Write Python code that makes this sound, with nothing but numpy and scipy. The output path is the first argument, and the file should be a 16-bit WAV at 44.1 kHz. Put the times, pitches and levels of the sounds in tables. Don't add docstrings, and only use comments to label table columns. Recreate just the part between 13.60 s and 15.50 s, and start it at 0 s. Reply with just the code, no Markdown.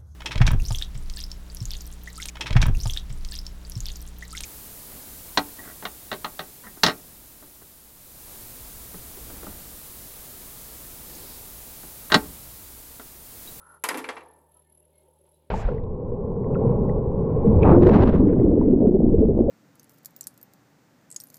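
import sys
import numpy as np
from scipy import signal
from scipy.fft import rfft, irfft
from scipy.io import wavfile

SR = 44100
rng = np.random.default_rng(int(sys.argv[2]) if len(sys.argv) > 2 else 0)


def generate_wav(sig):
    pcm = np.round(np.clip(np.atleast_2d(sig).T, -1, 1) * 32767).astype(np.int16)
    wavfile.write(sys.argv[1], SR, pcm)


N = 83790

# start_s, gain_db, thump_db, thump_hz, favoured_hz, bright_hz, rise_s, crack_db, snap_db
KNOCK_EVENTS = [(0.238, -2, -4, 513, 935, 12930, 0.0022, 2, -20),
                (0.288, -3.5, -3, 427, 1994, 7600, 0.00028, 2, 8.5),
                (0.3046, -5, 2.5, 215, 901, 1700, 0.001, -33, -30),
                (0.3430, -9, 5, 285, 950, 4100, 0.0003, -17, -33),
                (0.3731, -13, 1, 309, 2125, 9800, 0.0033, -8, -18),
                (0.387, -14.5, -3.5, 376, 1800, 6160, 0.0013, -33, -24),
                (0.4417, -11, -11, 316, 2380, 3250, 0.0003, -23.5, -24),
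                (0.4884, -6, -12.5, 301.4, 1182, 4390, 0.00031, -13.5, -22.5),
                (0.5660, -13, -11.5, 283, 800, 2600, 0.0012, -41, -38),
                (0.606, -26.5, -25, 278, 2330, 2950, 0.0017, -47, -49)]
# start_s, level_db
EDGE_TICKS = [(.3565, -49), (.3815, -41), (.3895, -44)]
# time_s, limit_hz
TREBLE_LIMIT = [(.39, 16000), (.44, 12500), (.49, 9800)]
# start_s, level_db
HAND_TOUCHES = [(0.965, -58), (1.260, -53), (1.481, -44.5)]
# start_s, length_s, pitch_hz, level_db, overtone_db
WHISTLE_NOTES = [(0.937, 0.11, 975, -69.5, -35), (0.95, 0.058, 1294, -74, -25),
                 (1.041, 0.088, 1770, -80.5, -25), (1.058, 0.087, 2164, -85, -14),
                 (1.215, 0.03, 2780, -83, -25), (1.326, .14, 2160, -80, -7),
                 (1.731, 0.05, 3930, -79.5, -25)]
# pitch_hz, level_db
MOTOR_TONES = [(77.6, -69.5), (155.2, -74)]

# pitch_hz, gain_db, decay_s (time to fade by 60 dB)
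BOARD_TONES = [(155.3, -19.5, .5), (193, -17.5, 0.4), (261.4, -0.5, 0.16), (282.1, -1.5, 0.22),
               (316.4, -5.5, 0.37), (354.8, -11, 0.33), (444.6, 2, 0.24), (509.5, -1, 0.342)]
TOOL_TONES = [(791, -9, .14), (850, -3, .16), (933, 1, .11), (1001, -6, .14), (1044, -4, .15),
              (1120, -1, .11), (1334, -3, .1), (1396, -1, .16), (1555, 0, .12), (1770, -13, .85),
              (1866, 3, .12), (1986, 3, .11), (2090, 0, .1), (2348, 4, .14), (2690, 2, .1)]
SNAP_TONES = [(4980, 1, .018), (8350, -7, .016), (9950, 0, .013), (11000, 1, .018)]
TOUCH_TONES = [(505, 0, .06), (600, -6, .05), (890, -15, .05), (3100, -24, .04)]

# pitch_hz, gain_db
CLATTER_COLOUR = [(120, -34), (230, -11.5), (450, -1), (620, -4), (900, -0.5), (1350, -2), (2300, -3.5),
                  (3300, -7.5), (6000, -13), (8500, -10), (11000, -2), (13000, -10.5), (16000, -24)]
CRACK_COLOUR = [(400, -35), (2000, 1), (4200, -16.5), (5000, -7.5), (6000, -5.5), (8300, -1.5),
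                (10000, 0.5), (11100, -3.5), (11800, 1), (16000, -16)]
THUD_COLOUR = [(120, -17), (200, -11), (270, 12.5), (480, 9), (700, 0), (1200, -29)]
YARD_COLOUR = [(150, -12.5), (300, -6), (450, 4.5), (950, 5.5), (1400, -3.5), (1750, -3.5), (2200, -8.5),
               (4000, -1), (10000, 3), (16000, 1)]
RUB_COLOUR = [(300, -12.5), (700, -13), (950, -2), (1200, -5.5), (1400, 7), (1600, -11.5), (1850, -16.5),
              (2300, -33), (6500, -35), (9000, -33), (10600, -7), (12000, -40.5), (16000, -61)]
HANDLING_COLOUR = [(420, 1.5), (1100, -0.5), (2000, -9.5), (3100, -0.5), (4000, -5), (5500, -20)]
RASP_COLOUR = [(6000, -11), (8500, -8), (10000, -7.5), (11100, 8), (12200, -18.5), (15000, -20.5),
               (16500, -23)]
AIR_COLOUR = [(25, -15.5), (60, -9.5), (110, -8.5), (200, -5), (300, -6), (390, 6), (480, -12), (620, -2.5),
              (720, -11), (920, 0.5), (1100, -21), (2000, -28), (3500, -24), (6000, -40), (9000, -22),
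              (13000, -21.5), (16000, -38)]
FAR_RUSH_COLOUR = [(300, -32), (420, -7), (520, 2), (610, 6.5), (680, -32.5), (1000, -32)]

# time_s, level_db
SLIDE_LEVELS = [(0, -55), (.04, -56), (.08, -52), (.13, -56), (.182, -56), (.197, -76), (.235, -78)]
HANDLING_LEVELS = [(.85, -100), (.93, -78), (1.15, -88.5), (1.42, -85), (1.49, -86.5), (1.9, -86)]
INSECT_LEVELS = [(0, -56.5), (.12, -56.5), (.2, -62), (.55, -57.5), (.62, -64), (.73, -56.5), (.85, -72),
                 (.95, -53), (1.0, -56.5), (1.07, -69.5), (1.12, -53.5), (1.25, -60.5), (1.3, -72.5),
                 (1.38, -57), (1.44, -67.5), (1.56, -65.5), (1.72, -61.5), (1.82, -72.5), (1.9, -76)]
FAR_RUSH_LEVELS = [(0, -71.5), (.8, -69), (1.15, -79), (1.3, -72), (1.55, -68.5), (1.9, -70.5)]

CLATTER_DB, TOOL_DB, CRACK_DB, SNAP_DB, BOARD_DB, THUD_DB = -20.5, -37.5, -28, -28, -36, -33.5
FAVOUR_DB, FAVOUR_OCTAVES = 5.5, .21
BOARD_RISE_S, BOARD_LOW_HZ, THUMP_OCTAVES = .0078, 150, .8
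SLIDE_DB, SQUEAK_HZ, SQUEAK_WAVER, SQUEAK_DB = -1.5, 1372, .021, -5
INSECT_HZ, INSECT_WAVER_HZ, RASP_DB = 11090, 80, -15.5
PULSE_RATE_HZ, PULSE_FIRST_S, PULSE_WIDTH_S = 38.8, .018, .0029
AIR_DB, AIR_FLICKER_DB = -70, 3


def knocks(t):
    hz, out = np.fft.rfftfreq(N, 1 / SR), np.zeros(N)
    for start, db, thump_db, thump_hz, favoured_hz, bright_hz, rise, crack_db, snap_db in KNOCK_EVENTS:
        lift_db = lambda pitch: FAVOUR_DB * near(pitch, favoured_hz, FAVOUR_OCTAVES)
        clatter = irfft(rfft(noise(CLATTER_COLOUR)) * soften(hz, bright_hz) * gain(lift_db(hz)), N)
        knock = gain(db + CLATTER_DB) * fade(clatter, start, rise, decay_s=.13, slope=-.11)
        tool = [(pitch, level + lift_db(pitch), decay) for pitch, level, decay in TOOL_TONES]
        knock += gain(db + TOOL_DB) * ring(tool, start, rise, bright_hz, scatter_db=3)
        knock += gain(crack_db + CRACK_DB) * crack(t - start)
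        snap = ring(SNAP_TONES, start, rise_s=.00074, bright_hz=16000, scatter_db=2)
        knock += gain(snap_db + SNAP_DB) * snap
        board = [(pitch, level + 20 * np.log10(near(pitch, thump_hz, THUMP_OCTAVES)), decay)
                 for pitch, level, decay in BOARD_TONES]
        knock += gain(thump_db + BOARD_DB) * ring(board, start, BOARD_RISE_S, bright_hz, scatter_db=2.5)
        thud = irfft(rfft(noise(THUD_COLOUR)) * near(hz, thump_hz, THUMP_OCTAVES), N)
        knock += gain(thump_db + THUD_DB) * thud * strike(start, BOARD_RISE_S, decay_s=.1)
        band = signal.butter(6, [BOARD_LOW_HZ, follow(TREBLE_LIMIT, start)], "band", fs=SR, output="sos")
        out += signal.sosfilt(band, knock)
    return out + sum(gain(db) * crack(t - start) for start, db in EDGE_TICKS)


def crack(age, rise_s=.0002, hold_s=.002, decay_s=.013):
    drop = np.exp(-np.log(1000) * np.maximum(age - hold_s, 0) / decay_s)
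    return noise(CRACK_COLOUR) * np.clip(age / rise_s, 0, 1) * drop


def yard_echo(sound):
    tail = fade(noise(YARD_COLOUR), start_s=.00955, rise_s=.0059, decay_s=.68, slope=-.3)
    return echoes(sound, tail, level_db=-14)


def hand_bumps():
    return sum(gain(db) * ring(TOUCH_TONES, start, rise_s=.005, bright_hz=4000, scatter_db=1)
               for start, db in HAND_TOUCHES)


def slide(t):
    squeak = np.sqrt(2) * np.sin(phase_of(SQUEAK_HZ * (1 + SQUEAK_WAVER * wander(100))))
    pressure = gain(SLIDE_DB + follow(SLIDE_LEVELS, t, after=-120) + 2 * wander(50))
    return pressure * (noise(RUB_COLOUR) + gain(SQUEAK_DB) * squeak)


def rustle(t, uneven_db=3.5):
    return gain(follow(HANDLING_LEVELS, t) + uneven_db * wander(45)) * noise(HANDLING_COLOUR)


def insect(t, uneven_db=1.7):
    cycle = (t - PULSE_FIRST_S) * PULSE_RATE_HZ + .5
    from_peak_s = (cycle % 1 - .5) / PULSE_RATE_HZ
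    strokes = np.exp(-.5 * (from_peak_s / PULSE_WIDTH_S) ** 2)
    tone = np.sqrt(2) * np.sin(phase_of(INSECT_HZ + INSECT_WAVER_HZ * wander(250)))
    loudness = gain(follow(INSECT_LEVELS, t) + uneven_db * wander(28))
    song = loudness * strokes * (tone + gain(RASP_DB) * noise(RASP_COLOUR))
    tail = rng.standard_normal(N) * strike(start_s=.0054, rise_s=.002, decay_s=.179)
    return song + echoes(song, tail, level_db=-9.5)


def whistles(t, waver=.011, overtone_ratio=1.94):
    out = np.zeros(N)
    for start, length, hz, db, overtone_db in WHISTLE_NOTES:
        phase = phase_of(hz * (1 + waver * wander(110)))
        swell = np.sin(np.pi * np.clip((t - start) / length, 0, 1) ** .59)
        note = np.sin(phase) + gain(overtone_db) * np.sin(overtone_ratio * phase)
        out += gain(db) * np.sqrt(2) * swell * note
    return out


def motor_hum(t):
    return sum(gain(db) * np.sqrt(2) * np.sin(2 * np.pi * (hz * t + rng.random()))
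               for hz, db in MOTOR_TONES)


def outdoor_air(t):
    air = sum(band * gain(AIR_FLICKER_DB * wander(10)) for _, band in octave_bands(noise(AIR_COLOUR)))
    rush = gain(follow(FAR_RUSH_LEVELS, t)) * noise(FAR_RUSH_COLOUR)
    return gain(AIR_DB) * air + rush


def ring(tones, start_s, rise_s, bright_hz, scatter_db, detune=.005):
    age, out = np.arange(N) / SR - start_s, np.zeros(N)
    for hz, db, decay_s in tones:
        level_shift, pitch_shift = rng.standard_normal(2)
        strength = gain(db + scatter_db * level_shift) * soften(hz, bright_hz)
        tone = np.sin(2 * np.pi * hz * (1 + detune * pitch_shift) * age)
        out += strength * tone * strike(start_s, rise_s, decay_s)
    return out


def strike(start_s, rise_s, decay_s):
    age = np.maximum(np.arange(N) / SR - start_s, 0)
    return (1 - np.exp(-age / rise_s)) * np.exp(-np.log(1000) * age / decay_s)


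def fade(sound, start_s, rise_s, decay_s, slope):
    return sum(band * strike(start_s, rise_s, decay_s * 2 ** (octave * slope))
               for octave, band in octave_bands(sound))


def octave_bands(sound):
    octave = np.log2(np.clip(np.fft.rfftfreq(N, 1 / SR), 125, 16000) / 1000)
    spectrum = rfft(sound)
    return [(k, irfft(spectrum * np.maximum(1 - abs(octave - k), 0), N)) for k in range(-3, 5)]


def echoes(sound, tail, level_db):
    return gain(level_db) * signal.fftconvolve(sound, tail / np.sqrt(np.sum(tail ** 2)))[:N]


def soften(hz, bright_hz):
    return 1 / np.sqrt(1 + (hz / bright_hz) ** 4)


def near(hz, centre_hz, octaves):
    return 1 / (1 + (np.log2((hz + 1) / centre_hz) / octaves) ** 2)


def noise(colour):
    hz, db = np.array(colour, float).T
    shape = gain(np.interp(np.log(np.fft.rfftfreq(N, 1 / SR) + 1), np.log(hz), db))
    hiss = irfft(rfft(rng.standard_normal(N)) * shape, N)
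    return hiss / hiss.std()


def wander(rate_hz):
    smoothing = np.exp(-(np.fft.rfftfreq(N, 1 / SR) / rate_hz) ** 2)
    drift = irfft(rfft(rng.standard_normal(N)) * smoothing, N)
    return drift / drift.std()


def phase_of(hz):
    return 2 * np.pi * np.cumsum(hz) / SR


def follow(points, t, after=None):
    return np.interp(t, *np.array(points).T, right=after)


def gain(db):
    return 10 ** (np.asarray(db) / 20)


def scene():
    t = np.arange(N) / SR
    hits = knocks(t) + hand_bumps()
    nearby = hits + yard_echo(hits) + slide(t) + rustle(t)
    return (nearby + insect(t) + whistles(t) + motor_hum(t) + outdoor_air(t))[None]


def record(dry, ceiling=.4, top_hz=16500):
    rounded = ceiling * np.tanh(dry / ceiling)
    return signal.sosfilt(signal.ellip(8, .2, 70, top_hz, fs=SR, output="sos"), rounded)


dry = scene()
out = record(dry)
generate_wav(out)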